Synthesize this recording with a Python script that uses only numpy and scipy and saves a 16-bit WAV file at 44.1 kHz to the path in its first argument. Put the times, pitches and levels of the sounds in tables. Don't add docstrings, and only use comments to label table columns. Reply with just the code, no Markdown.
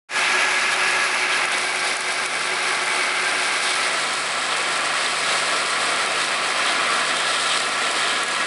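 import sys
import numpy as np
from scipy.fft import rfft, irfft, next_fast_len
from scipy.io import wavfile
from scipy.ndimage import uniform_filter1d, map_coordinates

SR = 44100
rng = np.random.default_rng(int(sys.argv[2]) if len(sys.argv) > 2 else 0)


def persist_wave(psi):
    counts = np.round(np.clip(psi, -1, 1) * 32767).astype(np.int16)
    wavfile.write(sys.argv[1], SR, np.atleast_2d(counts).T)


N = 373086

# time in seconds, firings per second.
FIRING_RATE = [(0, 49.16), (2.7, 49.1), (4.3, 48.8), (5.4, 48.8), (6.2, 49.05), (8.46, 49.05)]
# time in seconds, heading (0 side on, 1 three-quarter, 2 tail on),
# delay of the reflection from the mower deck in ms.
TURN = [(0, 0.095, 0.17), (1.2, 0.018, .19), (1.6, 1, 0.21), (3.75, 1, 0.22), (4.1, 1.82, 0.24),
        (6.5, 1.95, 0.23), (8.46, 2.01, .247)]
# harmonic number of the four-stroke cycle, relative level in dB.
EXHAUST_HARMONICS = [(3, -82), (6, -70.5), (7, -70), (8, -70), (9, -54.5), (12, -60), (15, -59),
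                     (18, -57.5)]
# frequency in Hz, relative level in dB at headings 0, 1 and 2.
GEAR_TONES = [(252, -58, -58, -52), (369, -42.5, -42, -53), (752, -51, -49, -44), (1141, -50, -43, -39),
              (1340, -44, -42, -37.5), (1598, -50, -37.5, -55), (1674, -32, -50, -40),
              (1757, -39, -50, -50), (1940, -52, -50, -43), (2102, -39, -44, -47), (2256, -41, -36, -44),
              (2602, -44, -50, -46)]
# centre in seconds, rise in dB, half length in seconds.
GEAR_SURGES = [(.36, 5, 0.038), (0.855, 2, 0.11)]
# frequency in Hz, relative level in dB, 60 dB decay time in seconds.
BLADE_MODES = [(3700, -23, .01), (6840, -10, 0.0065), (8300, -8.5, 0.0058), (10050, -7.5, 0.0057),
               (14200, -0.5, 0.0011)]
# start in seconds, relative level in dB.
GRIT_HITS = [(1.4554, -9.5), (1.5207, -12), (1.5835, -12), (1.7586, -18), (1.9685, -9.5), (2.0075, -12),
             (2.126, -13.5), (2.2615, -10), (3.2127, -19), (4.1359, -15), (4.5723, -15), (6.0615, -17),
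             (6.663, -16), (7.914, -15), (8.235, -11), (8.2841, -13)]
# centre in seconds, rasp level in dB, load in dB,
# half length in seconds.
GRASS_CLUMPS = [(.24, -32, 0.2, .078), (0.413, -40, 2.5, .04), (0.74, -28, 0, .018),
                (1.33, -25.5, -0.5, .011), (1.536, -29, 1.5, 0.016), (1.892, -38, 1.5, .03),
                (3.695, -30.5, .5, .05), (4.52, -29, 1, .025), (5.063, -20, .1, .002),
                (5.32, -34, 3, 0.062), (6.686, -27, .5, 0.031), (7.274, -31, -0.1, 0.29),
                (7.526, -28, 0, .035), (8.103, -30, .2, 0.12)]
# centre in Hz, width in Hz, gain in dB at headings 0, 1 and 2.
PANEL_MODES = [(481, 63, -8, -0.5, 1), (671, 80, 0, 2.5, 2.5), (854, 98, 1.5, 2.5, -7),
               (944, 76, -1.5, -8, -5), (1030, 24, -3, 2.5, 5), (1157, 77, 3.5, 5, 5.5),
               (1330, 163, 7, 6, 7), (1573, 70, 2.5, 7, -6), (1663, 67, 11, 5, 4), (1880, 83, 1.5, -3, 3),
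               (2074, 160, 4, 4.5, -0.5), (2270, 130, 3.5, 4, -1), (2560, 530, 6.5, 2.5, 1),
               (3190, 230, 1.5, 3.5, 5.5)]
# frequency in Hz, relative spectral density in dB.
RASP_SPECTRUM = [(1500, -20.5), (2800, -4), (3150, 6.5), (3400, 2), (3700, 6), (4500, -7.5), (6000, -24),
                 (11000, -30)]
SWISH_SPECTRUM = [(1000, -29), (2500, -2.5), (3700, 3), (5200, 0), (7000, -4.5), (8300, -2.5), (9100, -7.5),
                  (10500, -1.5), (14000, -63)]
SNAP_SPECTRUM = [(2000, -32), (5000, 1.5), (7000, 1.5), (8300, 7.5), (9300, 5), (10500, 0), (14000, 1.5)]
ROAR_SPECTRUM = [(25, -70), (55, -44), (80, -46), (130, -19), (200, -12.5), (290, -6), (400, -3.5),
                 (620, 0.5), (950, 2.5), (1400, -7.5), (3000, -23), (8000, -53)]
KNOCK_SPECTRUM = [(300, -69), (800, -7.5), (1250, -3), (1900, 1), (2600, -2.5), (2950, -6.5), (4000, -10),
                  (6000, -21.5), (11000, -27.5)]
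# time in seconds, relative level in dB.
CUTTING_SWELL = [(0.2, -31), (0.65, -31.5), (1.1, -32.0), (3.15, -33.0), (3.65, -30.0), (4.05, -30.5),
                 (4.4, -33.0), (5.5, -31.0), (6.3, -32.5), (7.1, -33), (7.45, -29.5), (8.44, -33.5)]
ENGINE_SWELL = [(0.2, -22), (0.85, -22), (1.5, -23.5), (2.4, -24.5), (3.1, -22.5), (3.8, -24.0),
                (4.2, -28.5), (4.7, -25.5), (5.05, -26), (6.3, -25), (6.8, -24), (7.65, -24.5), (8.05, -23),
                (8.44, -23.5)]

EXHAUST_TRIM_DB, ROAR_BASE_DB = (-2.5, -3, 0), (-31, -29.5, -29)
PATCHY_DB, PATCHY_PER_S = 0.55, 7
CLATTER_PER_LOAD, ROAR_PER_LOAD, CUT_PER_LOAD = 0.79, 0.92, 0.82
ROAR_PER_SWELL, WHINE_PER_SWELL = 0.66, 0.3


def amp(db):
    return 10 ** (np.asarray(db) / 20)


def unit(x):
    return x / np.sqrt(np.mean(x ** 2) + 1e-20)


def seconds():
    return np.arange(N) / SR


def curves(rows):
    times, *columns = np.transpose(rows)
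    return [np.interp(seconds(), times, column) for column in columns]


def bump(centre_s, half_s):
    return np.exp(-((seconds() - centre_s) / half_s) ** 2)


def wobble(per_s):
    knots = rng.standard_normal(int(N * per_s / SR) + 4)
    return unit(map_coordinates(knots, [seconds() * per_s], mode="nearest"))


def throb(turns, depth_db):
    return unit(amp(depth_db * np.cos(2 * np.pi * turns)))


def filtered(x, response):
    size = next_fast_len(N + 8192)
    return irfft(rfft(x, size) * response(np.fft.rfftfreq(size, 1 / SR)), size)[..., :N]


def coloured(x, spectrum):
    points_hz, db = np.transpose(spectrum)
    return unit(filtered(x, lambda hz: amp(np.interp(np.log(hz + 1), np.log(points_hz), db))))


def cyclic_noise(cycles, share, size=2700):
    periodic = map_coordinates(rng.standard_normal(size), [cycles % 1 * size], mode="grid-wrap")
    return np.sqrt(share) * unit(periodic) + np.sqrt(1 - share) * rng.standard_normal(N)


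def radiated(x, heading):
    out = np.zeros(N)
    for view in range(3):
        resonances = lambda hz: amp(sum(dbs[view] * .5 ** ((2 * (hz - centre) / width) ** 2)
                                        for centre, width, *dbs in PANEL_MODES))
        facing = np.clip(1 - abs(np.clip(heading, 0, 2) - view), 0, 1)
        out += np.sqrt(facing) * unit(filtered(x, resonances))
    return unit(out)


def exhaust(cycles, heading, waver_db):
    tones = sum(amp(db + waver_db * wobble(5)) * np.sin(2 * np.pi * (harmonic * cycles + rng.random()))
                for harmonic, db in EXHAUST_HARMONICS)
    return amp(np.interp(heading, range(3), EXHAUST_TRIM_DB)) * np.sqrt(2) * tones


def gearbox(firings, heading, backlash_per_khz, flutter_per_s):
    shaft_s = firings / firings[-1] * N / SR
    out = np.zeros(N)
    for hz, *dbs in GEAR_TONES:
        loose = np.clip(backlash_per_khz * hz / 1000, 0, 1)
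        jitter = wobble(flutter_per_s) + 1j * wobble(flutter_per_s)
        flutter = np.sqrt(1 - loose) + np.sqrt(loose / 2) * jitter
        tone = np.real(flutter * np.exp(2j * np.pi * hz * shaft_s))
        out += amp(np.interp(heading, range(3), dbs)) * tone
    return np.sqrt(2) * out


def grit(gain_db):
    out, t = np.zeros(N + SR), np.arange(SR // 50) / SR
    ring = sum(amp(db - 60 * t / t60) * np.sin(2 * np.pi * hz * t) for hz, db, t60 in BLADE_MODES)
    ping = np.diff(ring, prepend=0)
    for start_s, db in GRIT_HITS:
        out[round(start_s * SR):][:len(t)] += amp(db + gain_db) * ping
    return out[:N]


def clumps():
    envelope = sum(amp(db) * bump(centre_s, half_s) for centre_s, db, _, half_s in GRASS_CLUMPS)
    return envelope * coloured(rng.standard_normal(N), RASP_SPECTRUM)


def cutting(blade_passes, lag_ms, stalks_per_s, spread_db, reflection):
    tufts_db = 0.86 * wobble(22)
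    air = rng.standard_normal(N) * throb(blade_passes, depth_db=-0.2)
    swish = coloured(air * amp(tufts_db + 1.2 * wobble(250)), SWISH_SPECTRUM)
    snaps = (rng.random(N) < stalks_per_s / SR) * rng.choice([-1, 1], N)
    sizes = amp(spread_db * np.minimum(rng.exponential(size=N), 4))
    force = throb(blade_passes, depth_db=4.0) * amp(tufts_db + 1.45 * wobble(12))
    grass = swish + amp(-7.0) * coloured(snaps * sizes * force, SNAP_SPECTRUM)
    delayed = map_coordinates(grass, [np.arange(N) - lag_ms * SR / 1000], mode="nearest")
    return unit(grass + reflection * delayed)


def roar(cycles, heading):
    air = cyclic_noise(cycles, share=0.15) * amp(0.24 * wobble(25))
    return radiated(coloured(air, ROAR_SPECTRUM), heading)


def clatter(cycles, firings, heading):
    knocks = cyclic_noise(cycles, share=0.14) * throb(firings, depth_db=0.1) * amp(0.56 * wobble(130))
    return radiated(coloured(knocks, KNOCK_SPECTRUM), heading)


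def levels(heading):
    engine_db, = curves(ENGINE_SWELL)
    grass_db, = curves(CUTTING_SWELL)
    swell_db = engine_db - engine_db.mean()
    surge_db = sum(db * bump(centre_s, half_s) for centre_s, db, half_s in GEAR_SURGES)
    clump_db = sum(db * bump(centre_s, half_s) for centre_s, _, db, half_s in GRASS_CLUMPS)
    load_db = PATCHY_DB * wobble(PATCHY_PER_S) + clump_db
    whine_db = WHINE_PER_SWELL * swell_db + surge_db - 0.3
    cut_db = grass_db + CUT_PER_LOAD * load_db + 3.0
    roar_db = np.interp(heading, range(3), ROAR_BASE_DB) + ROAR_PER_SWELL * swell_db
    roar_db += ROAR_PER_LOAD * load_db
    clatter_db = engine_db + CLATTER_PER_LOAD * load_db + 0.3
    return whine_db, cut_db, roar_db, clatter_db


def scene():
    heading, lag_ms = curves(TURN)
    whine_db, cut_db, roar_db, clatter_db = levels(heading)
    firing_hz, = curves(FIRING_RATE)
    firings = np.cumsum(firing_hz * (1 + 0.001203 * wobble(4))) / SR
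    cycles = firings / 3
    blade_passes = 6.17 * cycles
    mix = exhaust(cycles, heading, waver_db=1.4)
    mix += amp(clatter_db) * clatter(cycles, firings, heading)
    mix += amp(roar_db) * roar(cycles, heading)
    mix += amp(whine_db) * gearbox(firings, heading, backlash_per_khz=0.45, flutter_per_s=30)
    mix += amp(cut_db) * cutting(blade_passes, lag_ms, stalks_per_s=1000, spread_db=4.5, reflection=0.25)
    mix += clumps() + grit(gain_db=2.0)
    return np.tile(mix, (2, 1))


def gain_control(x, ceiling_db, release_db_per_s):
    peak_db = 20 * np.log10(abs(x).max(axis=0) + 1e-9)
    over_db = np.maximum(peak_db - ceiling_db, 0)
    ramp_db = release_db_per_s * seconds()
    duck_db = np.maximum.accumulate(over_db + ramp_db) - ramp_db
    return x * amp(-uniform_filter1d(duck_db, size=44))


def record(dry):
    low_hz, top_hz = 42, 11020
    band = lambda hz: (1 + (low_hz / (hz + 1)) ** 8) ** -.5 * (1 + (hz / top_hz) ** 220) ** -.5
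    fade_in = np.interp(seconds(), [.086, .185], [0, 1])
    limited = gain_control(dry, ceiling_db=-6.5, release_db_per_s=40)
    return filtered(fade_in * limited, band)


dry = scene()
out = record(dry)
persist_wave(out)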